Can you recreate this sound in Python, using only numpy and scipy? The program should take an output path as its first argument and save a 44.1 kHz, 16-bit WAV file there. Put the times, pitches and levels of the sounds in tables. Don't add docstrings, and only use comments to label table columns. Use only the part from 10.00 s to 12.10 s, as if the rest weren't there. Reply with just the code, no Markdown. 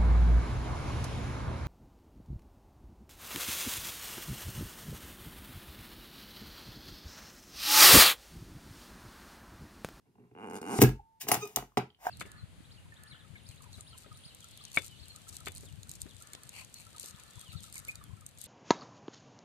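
import sys
import numpy as np
from scipy import signal
from scipy.fft import rfft, irfft, next_fast_len
from scipy.io import wavfile
from scipy.ndimage import uniform_filter1d

SR = 44100
rng = np.random.default_rng(int(sys.argv[2]) if len(sys.argv) > 2 else 0)


def gain_from_db(level_db):
    decades = np.asarray(level_db, float) / 20
    return 10 ** decades


def inscribe(sig):
    pcm = np.round(np.clip(np.atleast_2d(sig).T, -1, 1) * 32767)
    wavfile.write(sys.argv[1], SR, pcm.astype(np.int16))


N = 92521
T = np.arange(N) / SR

# (time [s], jerk rate [Hz], force [dB], tearing of fibres [dB])
STROKES = [
    [(.35, 76, -52.5, -92.5), (.39, 93.24, -47.5, -81), (.44, 118.1, -45, -78.5), (.49, 70.56, -43.5, -67),
     (.53, 98.7, -41.5, -66.5), (.555, 95.3, -37, -52.5), (.588, 98.9, -45, -67)],
    [(.614, 69.37, -39, -57.5), (.64, 82.15, -40, -68), (.69, 105.1, -39.5, -55.5),
     (.72, 143.1, -36.5, -55), (.738, 222.8, -36, -55.5), (.75, 285.6, -41.5, -57), (.764, 373, -44, -58),
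     (.787, 415, -47, -51.5)],
]
# (frequency [Hz], level [dB], T60 [s])
DESK_MODES = [(82.8, -19, 0.29), (126.9, -1.5, 0.15), (178, -10.5, 0.14)]
# (frequency [Hz], level [dB], T60 [s])
STEEL_MODES = [(2930, -4, .025), (5200, -6, .015), (6200, -4, .02), (7150, -3, .02), (8800, -6, .015),
               (11500, -8, .012), (13000, -5, .015)]


def curve(table, f):
    a = np.array(table, float)
    return np.interp(np.log(np.maximum(f, 1)), np.log(a[:, 0]), a[:, 1])


def shaped(x, gain):
    n = next_fast_len(x.shape[-1] + 4096)
    spectrum = rfft(x, n) * gain(np.arange(n // 2 + 1) * SR / n)
    return irfft(spectrum, n)[..., :x.shape[-1]]


def below(hz, power=4):
    return lambda f: 1 / np.sqrt(1 + (f / hz) ** power)


def above(hz):
    return lambda f: 1 / np.sqrt(1 + (hz / (f + 1)) ** 4)


def unit(x):
    return x / np.sqrt(np.mean(x ** 2))


def swell(s, rise, fall):
    return np.clip((T - s) / rise, 0, 1) ** 2 * np.exp(-3 * np.maximum(T - s - rise, 0) / fall)


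def train(times, db):
    x = np.zeros(N)
    at = np.clip((np.asarray(times) * SR).astype(int), 0, N - 1)
    np.add.at(x, at, gain_from_db(np.asarray(db)))
    return x


def soft(x):
    contact_s = 0.00076
    push = np.hanning(int(contact_s * SR) + 3)
    return np.convolve(x, push / push.sum())[:N]


def ring(x, modes):
    out = 0
    for k, (hz, db, t60) in enumerate(modes):
        r = np.exp(-np.log(1000) / (t60 * SR))
        w = 2 * np.pi * hz / SR
        mode = signal.lfilter([0, np.sin(w)], [1, -2 * r * np.cos(w), r * r], x)
        out = out + (-1) ** k * gain_from_db(db) * mode
    return out


def crackle(noise):
    # (frequency [Hz], level per Hz [dB])
    crack_spectrum = [(880, -34.5), (1500, -5), (6170, -4.5), (9410, -8), (11200, -6), (14900, -4),
                      (16500, -11.5)]
    return unit(shaped(noise, lambda f: gain_from_db(curve(crack_spectrum, f)) * above(1200)(f) ** 2))


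def burst(x, tau_s):
    env = signal.lfilter([1], [1, -np.exp(-1 / (tau_s * SR))], x)
    return env * crackle(rng.standard_normal(N))


def tool_ring(x):
    # (frequency [Hz], level [dB], T60 [s])
    handle_modes = [(732.4, 0, 0.032), (832.7, -3, 0.056), (1039, 3, 0.01)]
    jaw_modes = [(1306, -6.5, 0.013), (1621, -7, 0.0077), (1946, -6, 0.013), (2332, -15.5, 0.035),
                 (2480, -13, 0.018), (2782, -13.5, 0.021)]
    band = signal.butter(3, (480, 3100), "band", fs=SR, output="sos")
    return signal.sosfilt(band, ring(x, handle_modes) + ring(x, jaw_modes))


def bodies(desk, card, tool, steel):
    # (frequency [Hz], level [dB], T60 [s])
    card_modes = [(228.9, -7, 0.054), (311, -10.5, 0.051), (356.8, -14, 0.1), (421.6, -8.5, 0.081),
                  (534, -24.5, 0.05)]
    wood = ring(soft(desk), DESK_MODES) - ring(soft(card), card_modes)
    return wood + tool_ring(tool) + ring(steel, STEEL_MODES)


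def hits():
    # (time [s], desk [dB], card [dB], tool [dB], crack [dB])
    first_hits = [(0.7879, -19, -13.5, -27, -48.5), (0.8167, -41.5, -1.5, -19.5, -13.5),
                  (0.823, -37.5, -11.5, -27, -13.5), (0.827, -12.5, -2, -26, -28),
                  (0.836, -12.5, -10, -24.5, -24), (0.891, -37, -46.5, -39.5, -44),
                  (1.269, -51, -35, -42, -55), (1.2855, -68, -46, -38.5, -27), (1.288, -73, -25, -39, -31),
                  (1.309, -61, -48, -33.5, -47.5), (1.316, -33.5, -22.5, -17.5, -17.5),
                  (1.3245, -58.5, -37, -32, -28), (1.335, -49, -28, -46, -38.5),
                  (1.342, -51.5, -29, -28.5, -24), (1.351, -52, -37, -29, -36.5),
                  (1.362, -51, -32, -36.5, -46), (1.368, -34, -33, -39.5, -43),
                  (1.454, -57, -40.5, -50, -46.5), (1.474, -55.5, -49, -68, -42.5),
                  (1.56, -52, -71, -35.5, -18), (1.57, -40.5, -28, -27, -42), (1.585, -47.5, -35, -35, -49),
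                  (1.624, -59.5, -36, -42, -60), (1.639, -72.5, -59.5, -56.5, -70.5),
                  (1.7718, -43, -14.5, -19.5, -31.5), (1.777, -28.5, -31, -27, -31),
                  (1.784, -43, -31, -31, -39)]
    last_hits = [
        (2.053, -85, -55, -40.5, -73),
        (2.0688, -67, -71.5, -37, -42.5),
        (2.09, -86, -56.5, -53.5, -55),
    ]
    split_hz, crack_s = 4200, 0.003
    set_down_s, set_down_hz = 1.7, 7000
    s, desk, card, tool, crack = np.array(first_hits + last_hits).T
    low = below(split_hz, 6)
    dull = shaped(burst(train(s, tool - 6), crack_s), low)
    bright = shaped(burst(train(s, crack), crack_s), lambda f: np.sqrt(1 - low(f) ** 2))
    bright = np.where(T < set_down_s, bright, shaped(bright, below(set_down_hz)))
    struck = bodies(train(s, desk), train(s, card), train(s, tool), train(s, crack - 10.5))
    return struck + dull + bright


def creep():
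    # (frequency [Hz], level [dB], T60 [s])
    gripped_card = [(225, -0.5, 0.045), (290, -2.5, 0.041), (433.7, -0.5, 0.041)]
    gripped_tool = [(710, -6, .025), (854, -1, 0.027), (1100, -4, .014), (1340, -4, 0.012),
                    (1534, -7.5, 0.016), (2050, -13.5, 0.013), (2450, -18, 0.02), (2830, -20.5, 0.019)]
    desk_db, card_db, tool_db, tear_db = -16, 3, 5.5, 14
    jitter, scatter_db, steady_hz = 0.08, 2.5, 170
    grind_s, grind_db, tear_s = 0.0036, -30, 0.0039
    rows = []
    for stroke in STROKES:
        s, rate, force, tear = np.array(stroke).T
        t = T[(T >= s[0]) & (T < s[-1])]
        turns = np.cumsum(np.interp(t, s, rate)) / SR
        k = np.arange(60)
        jerk_hz = np.interp(np.interp(k, turns, t), s, rate)[:, None]
        c = rng.standard_normal((60, 5)) / (1 + (jerk_hz / steady_hz) ** 2)
        at = np.interp(k + jitter * c[:, 0], turns, t)
        jerks = np.c_[at, np.interp(at, s, force), np.interp(at, s, tear), scatter_db * c]
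        rows.append(jerks[k < turns[-1]])
    at, force, tear, _, *uneven = np.vstack(rows).T

    def grind(x):
        env = signal.lfilter([1], [1, -np.exp(-1 / (grind_s * SR))], x)
        return x + gain_from_db(grind_db) * env * rng.standard_normal(N)

    desk = ring(soft(train(at, force + desk_db + uneven[0])), DESK_MODES)
    card = ring(soft(grind(train(at, force + card_db + uneven[1]))), gripped_card)
    tool = ring(grind(train(at, force + tool_db + uneven[2])), gripped_tool)
    tool = signal.lfilter([1, -1], [1, -.9], tool)
    fibres = burst(train(at, tear + tear_db + uneven[3]), tear_s)
    fibres = shaped(fibres, lambda f: above(6100)(f) * below(10500, 12)(f))
    return shaped(desk - card + tool, above(140)) + fibres


def whine():
    # (multiple [1], centre [s], length [s], level [dB])
    tones = [
        (1, .745, .03, -37.5),
        (1, .766, 0.021, -35.5),
        (3, 0.68, 0.048, -42.5),
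        (4, 0.85, .025, -42),
        (4, 0.85, .025, -39),
        (2, 1, .02, -46.5),
    ]
    s, rate = np.array(STROKES[1]).T[:2]
    phase = 2 * np.pi * np.cumsum(np.interp(T, s, rate)) / SR
    out = 0
    for m, mid, length, db in tones:
        env = np.cos(np.pi * np.clip((T - mid) / length, -.5, .5)) ** 2
        out = out + gain_from_db(db) * env * np.sin(round(m) * phase)
    return out


def parts():
    # (frequency [Hz], level [dB], T60 [s])
    die_modes = [(1340, -7.5, 0.053), (1595, -8, 0.052), (2216, -2.5, 0.02), (2616, -2, 0.018),
                 (2840, -1.5, .025), (3670, -8, 0.013), (5020, -3, 0.013)]
    pin_modes = [(10830, -2, .04), (10930, -4.5, 0.035)]
    latch_modes = [(729, 1, .04), (960, -3.5, 0.023), (1244, -15.5, 0.038), (1570, -4.5, 0.018),
                   (1870, -16.5, 0.0223)]
    # (time [s], level [dB])
    die_hits = [
        (.8168, -20),
        (.821, -23),
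        (.826, -33.5),
        (.8355, -36),
        (1.2855, -33.5),
        (1.316, -34),
    ]
    pin_hits = [
        (1.316, -18),
        (1.3245, -22.5),
        (.8168, -24),
        (1.2, -51.5),
    ]
    latch_hits = [(1.989, -64), (2.0, -67), (2.015, -59), (2.029, -55), (2.039, -50), (2.048, -46),
                  (2.054, -39), (2.061, -45.5), (2.0675, -21.5), (2.078, -44), (2.087, -42), (2.094, -37.5)]

    def struck(blows, modes):
        return ring(train(*np.array(blows).T), modes)

    return struck(die_hits, die_modes) + struck(pin_hits, pin_modes), struck(latch_hits, latch_modes)


def scrapes():
    # (start [s], rise [s], fall [s], hiss [dB], tool [dB])
    slides = [
        (1.196, 0.02, 0.042, -39, -49),
        (1.27, 0.018, 0.053, -37, -32),
        (1.326, 0.013, 0.049, -35, -39),
        (1.378, 0.028, 0.28, -54.5, -51),
        (1.972, 0.1, 0.068, -52.5, -42),
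        (0.79, 0.023, 0.067, -32, -40),
    ]
    uneven = uniform_filter1d(rng.exponential(size=(2, N)), 40)
    grains = unit(rng.standard_normal((2, N)) * gain_from_db(uneven * 5.3))
    hiss, shake = 0, 0
    for s, rise, fall, hiss_db, tool_db in slides:
        env = swell(s, rise, fall)
        hiss = hiss + gain_from_db(hiss_db) * env
        shake = shake + gain_from_db(tool_db - 24.5) * env
    steel = ring(hiss * grains[1] * gain_from_db(-26.5), STEEL_MODES)
    return hiss * crackle(grains[0]) + tool_ring(shake * grains[1]) + steel


def squeak():
    # (multiple [1], level [dB])
    squeal_partials = [(1, 0), (2, -27)]
    whistle_partials = [(1, -2), (2, -3), (3, -10), (4, -10.5), (5, -7), (6, -12)]
    squeal_s, squeal_len_s, squeal_hz = 1.416, 0.048, 420
    tail_db, tail_s = -32, 0.072
    whistle_s, whistle_len_s, whistle_hz, sag_hz = 1.402, 0.064, 1239, 24
    spring_s, spring_stop_s, spring_hz, spring_db, spring_t60_s = 0.63, 1.195, 894, -55.5, 3.4
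    wobble = uniform_filter1d(rng.standard_normal((2, N)), 500) * 22

    def arch(s, length):
        return np.sin(np.pi * np.clip((T - s) / length, 0, 1)) ** 2

    def harmonics(hz, partials):
        phase = 2 * np.pi * np.cumsum(hz) / SR
        return sum(gain_from_db(db) * np.sin(round(m) * phase) for m, db in partials)

    env = arch(squeal_s, squeal_len_s) + gain_from_db(tail_db) * arch(squeal_s + squeal_len_s - .01, tail_s)
    squeal = gain_from_db(-34) * env * harmonics(squeal_hz * (1 + 0.0064 * wobble[0]), squeal_partials)
    pitch = whistle_hz - sag_hz * (T - whistle_s) / whistle_len_s
    whistle = harmonics(pitch * (1 + 0.00763 * wobble[1]), whistle_partials)
    whistle = gain_from_db(-43.5 + 2.2 * wobble[0]) * arch(whistle_s, whistle_len_s) * whistle
    on = (T > spring_s) * np.clip((spring_stop_s - T) / 0.0079, 0, 1)
    decay = gain_from_db(spring_db - 60 * (T - spring_s) / spring_t60_s)
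    return squeal + whistle + on * decay * np.sin(2 * np.pi * spring_hz * T)


def rubs():
    # (start [s], rise [s], fall [s], level [dB])
    shifts = [
        (0.047, 0.007, 0.22, -71.5),
        (0.148, 0.0063, 0.0087, -59),
        (0.176, 0.005, 0.034, -60.5),
        (0.191, 0.0032, 0.25, -64.5),
        (0.233, 0.004, 0.028, -60.5),
        (0.31, 0.002, 0.036, -62),
        (1.489, 0.011, 0.11, -65),
        (1.217, 0.025, 0.1, -54),
    ]
    uneven = uniform_filter1d(rng.exponential(size=(3, N)), 100)
    grains = unit(rng.standard_normal((3, N)) * gain_from_db(uneven * 39))
    x = sum(gain_from_db(db - 13.5) * swell(s, rise, fall) for s, rise, fall, db in shifts) * grains
    return bodies(x[0] * gain_from_db(-8), x[1], x[2] * gain_from_db(-16.5), np.zeros(N))


def settling():
    # (start [s], rise [s], fall [s], level [dB])
    sways = [
        (.83, 0.048, 0.11, -31),
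        (0.73, 0.05, .05, -58),
        (1.57, 0.02, 0.12, -50),
        (0.97, 0.03, 0.05, -49),
        (1.95, .1, 0.1, -64),
    ]
    # (time [s], frequency [Hz], level [dB])
    ticks = [
        (1.72, 1072, -56.5),
        (1.9027, 3140, -52),
        (1.947, 3036, -55.5),
    ]
    sway_hz, tick_t60_s = 47, 0.018
    out = 0
    for s, rise, fall, db in sways:
        out = out + gain_from_db(db) * swell(s, rise, fall) * np.sin(2 * np.pi * sway_hz * (T - s))
    for s, hz, db in ticks:
        out = out + ring(train([s], [db]), [(hz, 0, tick_t60_s), (hz * 1.45, -8, tick_t60_s / 2)])
    return out


def two_ports(x):
    # (frequency [Hz], left lead [rad])
    port_phase = [(150, 0.43), (500, .55), (1300, 1.64), (16000, 1.32)]
    # (frequency [Hz], left over right [dB])
    port_level = [(100, -0.5), (700, -0.5), (3000, -0.5), (14000, 3.5)]

    def half(f):
        return gain_from_db(curve(port_level, f) / 2) * np.exp(.5j * curve(port_phase, f))

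    return np.array([shaped(x, half), shaped(x, lambda f: 1 / half(f))])


def scatter(x):
    t = T[:1024]
    decay_s = 0.003
    echo = unit(rng.standard_normal((2, 1024)) * np.exp(-t / decay_s)) * gain_from_db(-2) / 32
    return shaped(signal.fftconvolve(x, echo, axes=1)[:, :N], above(1500))


def room(x):
    # (frequency [Hz], level [dB], T60 [s])
    bands = [(148, -2.5, 0.21), (614, -5, 0.19), (2400, -2.5, 0.2), (7060, -9, 0.2), (14000, -7, 0.16)]
    t = T[:SR // 2]
    tail, centres = 0, np.array(bands)[:, 0]
    mid, side = rng.standard_normal((2, len(t)))
    onset = np.clip((t - .003) / 0.014, 0, 1)
    for k, (hz, db, t60) in enumerate(bands):
        def weight(f):
            return np.interp(np.log(f + 1), np.log(centres), np.arange(len(centres)) == k)

        apart = shaped(side, lambda f: weight(f) * np.clip(f / 1400.0, .15, 1))
        pair = shaped(mid, weight) + apart * np.array([[1], [-1]])
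        per_energy = np.sqrt(np.log(1e6) / (t60 * SR) / 2)
        tail = tail + pair * gain_from_db(db - 60 * t / t60) * per_energy * onset
    return signal.fftconvolve(x[None], tail, axes=1)[:, :N]


def noise_floor():
    # (frequency [Hz], level [dB])
    floor_spectrum = [(15, -21), (25, -9), (117, 4.5), (607, -14), (911, -11), (1130, -19), (7710, -26.5),
                      (11900, -25.5), (16000, -35.5)]
    noise = rng.standard_normal((2, N)) + 0.6 * rng.standard_normal(N)
    return gain_from_db(-74.5) * unit(shaped(noise, lambda f: gain_from_db(curve(floor_spectrum, f))))


def scene():
    steel, latch = parts()
    places = [creep() + whine() + rubs() + latch, hits() + squeak() + settling(), scrapes() + steel]
    direct = [two_ports(x) for x in places]
    return sum(p + scatter(p) for p in direct) + room(sum(places)) + noise_floor()


def low_pass(x):
    return signal.sosfilt(signal.butter(12, 16990, fs=SR, output="sos"), x)


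def record(dry):
    bass_cut = signal.butter(2, 35, "high", fs=SR, output="sos")
    top_cut = signal.ellip(6, .2, 25, 15700, fs=SR, output="sos")
    limited = np.tanh(signal.sosfilt(bass_cut, dry))
    return low_pass(signal.sosfilt(top_cut, limited))


dry = scene()
out = record(dry)
inscribe(out)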